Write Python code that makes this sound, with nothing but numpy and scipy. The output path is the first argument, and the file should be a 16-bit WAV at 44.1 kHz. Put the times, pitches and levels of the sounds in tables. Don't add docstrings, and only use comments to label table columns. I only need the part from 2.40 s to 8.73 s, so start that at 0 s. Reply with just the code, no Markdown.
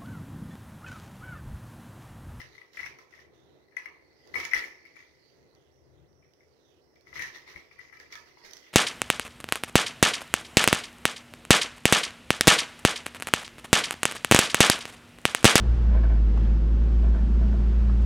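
import sys
import numpy as np
from scipy import signal
from scipy.io import wavfile
from scipy.ndimage import uniform_filter1d

SR = 44100
rng = np.random.default_rng(int(sys.argv[2]) if len(sys.argv) > 2 else 0)


def volts(x):
    e = np.asarray(x, float) / 20
    return 10 ** e


def file_out(sig):
    cols = np.atleast_2d(sig).T
    lim = np.clip(cols, -1, 1)
    pcm = np.round(lim * 32767).astype(np.int16)
    wavfile.write(sys.argv[1], SR, pcm)


N = 279153

# f/Hz, level/dB
RUSTLE_SPECTRUM = [(100, -3), (400, -18.5), (1200, -4.5), (3000, -4), (16000, -7.5)]
# f/Hz, correlation/1
LIKENESS = [(60, .8), (200, 0.45), (400, 0.53), (700, 0.74), (1200, 0.091), (20000, .01)]
# t/s, rustle level/dB, drag level/dB
FAINT_HANDLING = [(0.0, -61.5, -86), (.85, -100, -85), (.95, -68.5, -84), (1.34, -75.5, -69.5),
                  (1.7, -73, -70.5), (1.92, -63.5, -70), (2.45, -70.5, -79), (2.9, -68, -78.5),
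                  (3.85, -77.5, -81), (4.0, -73, -76), (4.32, -68.5, -95.5), (4.5, -74.5, -80.5),
                  (5.3, -70, -65), (6.33, -66.5, -69)]


def unit_rms(x):
    return x / np.sqrt(np.mean(x ** 2) + 1e-20)


def spectrum_at(points, hz):
    f, value = np.transpose(points)
    return np.interp(np.log(hz + 1), np.log(f + 1), value)


def curve(rows, column):
    rows = np.array(rows)
    return volts(np.interp(np.arange(N) / SR, rows[:, 0], rows[:, column]))


def add(mix, start_s, sound):
    part = mix[max(round(start_s * SR), 0):][:len(sound)]
    part += sound[:len(part)]


def causal(points, size=2048):
    hz = abs(np.fft.fftfreq(2 * size, 1 / SR))
    log_gain = np.log(volts(spectrum_at(points, hz)))
    return np.fft.ifft(np.exp(np.conj(signal.hilbert(log_gain)))).real[:size]


def through(x, taps):
    return signal.oaconvolve(x, taps)[:len(x)]


def shaped(points, patchy_db, likeness, size=1024):
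    lag_s = 0.00033
    frames, hz = 4 * N // size + 5, np.fft.rfftfreq(size, 1 / SR)
    a, b, c, d, patches = rng.standard_normal((frames, len(hz), 5)).T
    patches = uniform_filter1d(patches, 14, 0)
    patches = unit_rms(uniform_filter1d(patches, 18, 1))
    same = np.clip(spectrum_at(likeness, hz), -1, 1)[:, None]
    left = a + 1j * b
    lag = np.exp(-2j * np.pi * hz[:, None] * lag_s)
    right = lag * same * left + np.sqrt(1 - same ** 2) * (c + 1j * d)
    z = np.array([left, right])
    z *= volts(spectrum_at(points, hz)[:, None] + patchy_db * patches)
    noise = signal.istft(z, nperseg=size, noverlap=3 * size // 4)[1]
    return unit_rms(noise[:, :N])


def grains(per_s, spread_db):
    size_db = spread_db * np.minimum(rng.exponential(1, N), 4)
    size = volts(size_db) * rng.choice([-1, 1], N)
    return unit_rms(size * (rng.random(N) < per_s / SR))


def strokes(layer):
    # t/s, hold/s, rustle in air level/dB, drag on the box level/dB, dull boom level/dB
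    pulls = [(0.0, 0.0074, -51, -52, -58), (0.133, 0.087, -66, -76, -98), (0.337, 0.16, -57, -78, -71),
             (0.595, 0.022, -61, -78, -64), (0.712, 0.085, -64, -60, -95), (1.38, .01, -58, -70, -89),
             (1.442, 0.0078, -62.5, -81, -71), (1.869, 0.013, -72, -77, -58.5),
             (1.956, 0.049, -42.5, -59, -54.5), (2.152, 0.029, -37, -41, -50), (2.56, 0.046, -66, -58, -98),
             (4.67, 0.067, -66.5, -64, -72), (4.76, 0.08, -45.5, -41.5, -56),
             (4.949, 0.0096, -50, -59.5, -80), (5.078, 0.036, -54, -55, -74),
             (5.164, 0.03, -62.5, -65, -68), (5.407, 0.043, -65, -56, -80), (5.6, 0.0087, -57.5, -64, -63),
             (5.726, 0.0063, -45, -63, -70), (5.872, 0.026, -64, -67, -93), (6.042, 0.15, -56.5, -69, -62),
             (6.24, 0.046, -62.5, -77, -80)]
    # rustle/(dB/s), drag/(dB/s), boom/(dB/s)
    fall_db_per_s = [198, 130, 150]
    rise_db_per_s = 1102.5
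    t, gain = np.arange(0, N, 64) / SR, 0
    for s, hold_s, *db in pulls:
        rise_db = rise_db_per_s * np.maximum(s - t, 0)
        fall_db = fall_db_per_s[layer] * np.maximum(t - s - hold_s, 0)
        gain = gain + volts(db[layer] - rise_db - fall_db)
    return np.interp(np.arange(N) / SR, t, gain)


def room(x):
    # f/Hz, t60/s, t60 of the rooms beyond/s
    decay = np.array([(303, 0.31, 1.5), (940, 0.74, 0.61), (1500, 0.31, 0.86), (2000, 0.28, 2),
                      (2700, 0.31, 1.2), (6000, 0.26, 1.9), (13000, 0.25, .9)])
    beyond_db, turns_per_s = -25, 7
    taps = np.zeros((3, 2, SR))
    at = np.arange(200, SR - 20, 20) + rng.integers(0, 20, (3, 2, (SR - 201) // 20))
    np.put_along_axis(taps, at, rng.choice([-1., 1.], at.shape), 2)
    hz, t, z = signal.stft(taps, SR, nperseg=256)
    near_s, far_s = (spectrum_at(decay[:, [0, k]], hz)[:, None] for k in (1, 2))
    envelope = volts(-60 * t / near_s) + volts(beyond_db - 60 * t / far_s)
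    tails = signal.istft(z * envelope, SR, nperseg=256)[1]
    tails /= np.linalg.norm(tails, axis=2, keepdims=True)
    phase = np.arange(N) * turns_per_s / SR + np.arange(3)[:, None] / 3
    turn = np.sqrt(2 / 3) * np.cos(2 * np.pi * phase)
    return sum(signal.oaconvolve(x * w, tail, axes=1)[:, :N] for w, tail in zip(turn, tails))


def building_and_thumps():
    # t/s, rumble level/dB, hum level/dB
    levels = [(0.0, -51.5, -61), (0.3, -72, -65), (0.46, -53.5, -57.5), (0.65, -66.5, -63.5),
              (0.9, -60, -59.5), (1.14, -60.5, -57.5), (1.3, -67, -62.5), (1.85, -66, -59.5),
              (1.97, -49.5, -50.5), (2.17, -66, -57.5), (2.3, -67, -61.5), (2.89, -64, -64),
              (3.0, -60, -59.5), (3.28, -64, -62), (3.6, -52.5, -60.5), (3.95, -63.5, -63),
              (4.65, -64.5, -61), (4.8, -47, -62.5), (4.95, -64.5, -59.5), (5.6, -63, -64),
              (6.15, -66.5, -61.5), (6.33, -71, -63.5)]
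    # f/Hz, level/dB
    rumble_spectrum = [(25, -47.5), (50, -19), (70, -4.5), (83, 3), (100, -18), (130, -1.5), (200, -18),
                       (300, -28), (20000, -112)]
    # f/Hz, level/dB
    hum_spectrum = [(100, -29), (220, -4), (380, 5), (550, -1.5), (800, -8.5), (1500, -20.5), (3000, -38),
                    (20000, -52)]
    rumble = curve(levels, 1) * shaped(rumble_spectrum, 0.98, LIKENESS, size=4096)
    hum_gain = curve(levels, 2) + strokes(2)
    return rumble + hum_gain * shaped(hum_spectrum, 0.98, LIKENESS)


def bumps():
    # t/s, level/dB, f/Hz
    pushes = [(1.949, -43, 125), (4.799, -56, 77), (5.162, -38, 70), (5.166, -43, 170)]
    out, t = np.zeros(N), np.arange(6000) / SR
    for s, db, hz in pushes:
        envelope = t / 0.038 * np.exp(1 - t / 0.01)
        add(out, s - .01, 2 * volts(db) * np.sin(2 * np.pi * hz * t) * envelope)
    return out


def resonate(x, hz, width_hz):
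    turn, r = np.exp(2j * np.pi * np.cumsum(hz) / SR), np.exp(-np.pi * width_hz / SR)
    smooth = signal.lfilter([(1 - r) ** 2], [1, -2 * r, r ** 2], x / turn)
    return 2 * (turn * smooth).real


def rubbing():
    # t/s, f/Hz
    band_centre = [(0.0, 4100), (0.85, 4850), (0.95, 3480), (1.3, 4330), (1.8, 4600), (2.5, 4620),
                   (3.141, 4370), (3.17, 3310), (3.3, 3100), (3.33, 5900), (3.42, 5230), (3.65, 2800),
                   (3.69, 5700), (4.08, 5200), (4.11, 4660), (4.4, 2700), (4.43, 5200), (6.33, 4600)]
    crackle_db, patchy_db, band_gain, band_width_hz = 1.5, 3.5, 1.5, 1100
    crackle = volts(crackle_db) * through(grains(per_s=820, spread_db=3.5), causal(RUSTLE_SPECTRUM))
    hiss = shaped(RUSTLE_SPECTRUM, patchy_db, LIKENESS) + crackle
    centre_hz = np.interp(np.arange(N) / SR, *np.transpose(band_centre))
    bright = hiss + band_gain * resonate(hiss, centre_hz, band_width_hz)
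    return strokes(0) * hiss + curve(FAINT_HANDLING, 1) * bright


def ticks():
    # t/s, level/dB, ring f/Hz
    snaps = [(0.1545, -54, 4470), (0.1807, -51.5, 5860), (0.3345, -50, 4140), (0.37, -41.5, 7100),
             (0.46, -44.5, 5700), (0.469, -44, 5700), (0.5864, -47, 5780), (1.3666, -38.5, 6000),
             (1.458, -51.5, 5500), (1.8741, -48.5, 4900), (1.943, -37.5, 4330), (2.0007, -35, 5600),
             (2.0516, -26.5, 6650), (2.114, -40, 5500), (2.1346, -34.5, 5000), (2.1468, -27.5, 5750),
             (2.453, -54, 4900), (3.1504, -57, 4600), (3.7298, -62, 4600), (3.936, -52, 5010),
             (4.5571, -56.5, 4460), (4.6095, -54, 4500), (4.793, -43, 6040), (4.8234, -33, 6400),
             (4.8584, -43, 6130), (5.1002, -50, 5270), (5.336, -65, 5500), (5.5704, -48, 4570),
             (5.5999, -43.5, 4600), (5.7244, -43, 5570), (5.7546, -35, 3500), (6.0636, -45, 4900),
             (6.1097, -40, 5400), (6.134, -32.5, 6100), (6.169, -40, 5400)]
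    # f/Hz, level/dB
    snap_spectrum = [(300, -19.5), (2000, 6.8), (4000, 8.6), (16000, 11.5)]
    out, t = np.zeros(N), np.arange(300) / SR
    for (s, db, hz), noise in zip(snaps, rng.standard_normal((len(snaps), 300))):
        ring = 0.5 * np.sin(2 * np.pi * hz * t) * np.exp(-t / 0.0029)
        tick = noise * np.exp(-t / 0.00113) + ring
        add(out, s, volts(db) * tick / abs(tick).max())
    return through(out, causal(snap_spectrum))


def box_ring(favoured_hz=2000, body_db=0):
    # f/Hz, width/Hz, left level/dB, right level/dB
    box_modes = [(1000, 280, 2.5, 1), (1305, 60, -4.5, -11), (1752, 64, -1, -2), (1850, 42, 0, -6.5),
                 (2000, 91, 11.5, -6), (2190, 79, 5.5, -2), (2313, 124, 7, 5.5), (2800, 350, -35.5, -10),
                 (4254, 300, -40, -44), (5780, 66, -20, -25), (9750, 127, -20.5, -36),
                 (13460, 170, -21, -55)]
    t = np.arange(1500) / SR
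    f, width_hz, *db = np.transpose(box_modes)[:, :, None]
    off_place_db = np.minimum(((f - favoured_hz) / 60.) ** 2, 10.5)
    favour_db = (f < 1500) * body_db - (f < 2600) * off_place_db
    sign = (-1.) ** np.arange(len(box_modes))[:, None]
    envelope = np.exp(-np.pi * width_hz * t) * (1 - np.exp(-t / 0.00032))
    modes = sign * volts(favour_db) * envelope * np.sin(2 * np.pi * f * t)
    highpass = signal.butter(2, 650, "high", fs=SR, output="sos")
    return signal.sosfilt(highpass, (volts(db) * modes).sum(1))


def scrape():
    drag_gain = curve(FAINT_HANDLING, 2) + strokes(1)
    slips = drag_gain * grains(per_s=500, spread_db=5.5)
    ring = box_ring()
    return np.array([through(slips, r) for r in ring]) / np.linalg.norm(ring[0])


def knocks():
    # t/s, ring level/dB, clatter level/dB, favoured f/Hz, boost of modes below 1.5 kHz/dB
    blows = [(0.0024, -40, -20, 2010, 11.5), (0.0147, -39, -38, 1830, -16), (0.1523, -49, -30, 2030, 7),
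             (0.18, -42, -43, 2110, 7), (0.215, -43, -62, 1920, 4.5), (0.345, -50, -17, 1920, -4),
             (0.372, -33.5, -13.5, 1880, -5), (0.3925, -31, -10, 1970, 2.5), (0.402, -34, -43, 2000, 5.5),
             (0.4312, -31.5, -47, 2100, 0), (0.443, -36, -10.5, 2130, 2), (0.4625, -34, -44, 2040, -18),
             (0.4733, -50, -33, 2000, 6), (0.587, -46.5, -30, 2170, 11), (0.737, -45, -22.5, 1900, 5),
             (0.777, -53, -60, 2120, -2), (0.7896, -50, -21.5, 1800, 5), (1.323, -56, -49, 1810, 4),
             (1.3675, -24, -24, 1877, -2), (1.4583, -31.5, -50, 2080, 2), (1.941, -28, -21, 2090, 9),
             (1.9554, -21.5, -30.5, 2173, 4.5), (1.963, -31, -43, 2150, 1.5), (1.9714, -44, -6.5, 2230, 4),
             (1.9882, -48, -6, 2080, -4), (2.0002, -27, -42, 2190, 1.5), (2.03, -34.5, -2.5, 2190, -1),
             (2.051, -29.5, -36.5, 2475, -7), (2.112, -35.5, -17.5, 2120, -6),
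             (2.121, -31.5, -32, 2000, -3), (2.135, -14, -48, 2047, -2.5), (2.1424, -20, -31, 1850, -18),
             (2.165, -24, -37.5, 1970, -2), (2.2404, -29.5, -10.5, 2157, -24),
             (2.452, -46, -24, 2150, -7.8), (2.565, -43, -33, 2150, 4), (3.824, -61, -36, 2270, 8),
             (3.845, -63, -49, 2200, -4), (4.006, -57.5, -46, 2130, -1), (4.03, -63, -50, 2145, -7),
             (4.56, -58.5, -33.5, 2260, -3), (4.67, -47.5, -23.5, 2140, 9), (4.7295, -40, -10.5, 2020, 12),
             (4.756, -35.5, -42, 1880, 6), (4.7664, -38, -39, 2190, 6), (4.7925, -27, -23, 1800, -7),
             (4.802, -31, -3, 2060, -8), (4.8194, -28, -39.5, 1840, -9), (4.8543, -49, -11.5, 2000, -4),
             (4.875, -44, -36, 1850, -6), (4.9447, -45, -21, 1830, -13), (4.959, -38.5, -33, 1890, 6),
             (5.0766, -44.5, -19, 2250, 11), (5.1005, -55, -18, 1850, -1), (5.1377, -50, -34, 1960, -1),
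             (5.16, -35.5, -48, 2167, 1.5), (5.312, -47, -22.5, 2230, 8), (5.3903, -38, -21.5, 2120, -0.5),
             (5.526, -41.5, -21, 1700, 1), (5.5683, -46.5, -53, 2400, 3), (5.6, -42.5, -38, 1740, 0),
             (5.7245, -41, -42, 2250, -4), (5.7444, -52, -17, 2200, 6), (5.754, -38, -17, 1730, 8),
             (5.972, -50, -21, 1020, 12), (6.0362, -55, -9, 1940, -10), (6.2637, -51, -50, 2280, -1)]
    contact_s, contact_spread_db, bounce_db = 0.0059, 1.5, -6.5
    lead_s = 0.0007
    box, clatter, t = np.zeros((N, 2)), np.zeros(N), np.arange(600) / SR
    chance = rng.standard_normal((len(blows), 2, 600))
    for (s, db, clatter_db, hz, body_db), (gate, size) in zip(blows, chance):
        length_s = contact_s * volts(contact_spread_db * size[0])
        chatter = volts(bounce_db) * size * (gate > 2.1) * np.exp(-(t / length_s) ** 2)
        chatter[0] = 0.68
        ring = signal.oaconvolve(chatter[None], box_ring(hz, body_db), axes=1)
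        add(box, s - lead_s, 2 * volts(db) * ring.T / abs(ring[0]).max())
        add(clatter, s - lead_s, volts(clatter_db) * chatter / np.linalg.norm(chatter))
    return box.T, clatter


def scene():
    # f/Hz, gain/dB
    left_port = [(40, -5), (400, -4), (800, -14), (1400, -6), (2000, 6), (2500, -7.5), (3200, -38.5),
                 (4600, -19), (5300, -36), (5900, -32), (7500, -57), (9800, -22), (11500, -41),
                 (13500, -27), (16000, -35)]
    # f/Hz, gain/dB
    right_port = [(40, -7.5), (100, -24), (200, -12.5), (330, -3), (3000, 2), (5000, 2.5), (5800, 6),
                  (7000, -6), (7700, -13), (16000, -11.5)]
    right_lag_s = 0.006
    box, clatter = knocks()
    late = np.r_[np.zeros(round(right_lag_s * SR)), 1]
    box = box + scrape()
    box = np.array([box[0], through(box[1], late)])
    box = box * volts([[-.1], [-6]]) + room(box) * volts([[-9], [1.1]])
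    clatter, snaps = through(clatter, causal(RUSTLE_SPECTRUM)), ticks()
    wet = room(np.array([clatter, through(clatter, late)]) + volts(-6.5) * snaps)
    air = snaps + wet + rubbing() + building_and_thumps() + bumps()
    return box + np.array([through(air[0], causal(left_port)), through(air[1], causal(right_port))])


def top_cut(x):
    return signal.sosfilt(signal.butter(12, 16550, fs=SR, output="sos"), x)


def record(dry):
    self_noise_db, edge_hz = -84.5, 15900
    hissy = dry + volts(self_noise_db) * rng.standard_normal(dry.shape)
    edge = signal.firwin(511, edge_hz, window=("kaiser", 9), fs=SR)
    mix = signal.oaconvolve(hissy, edge[None], "same", axes=1)
    return top_cut(mix)


dry = scene()
out = record(dry)
file_out(out)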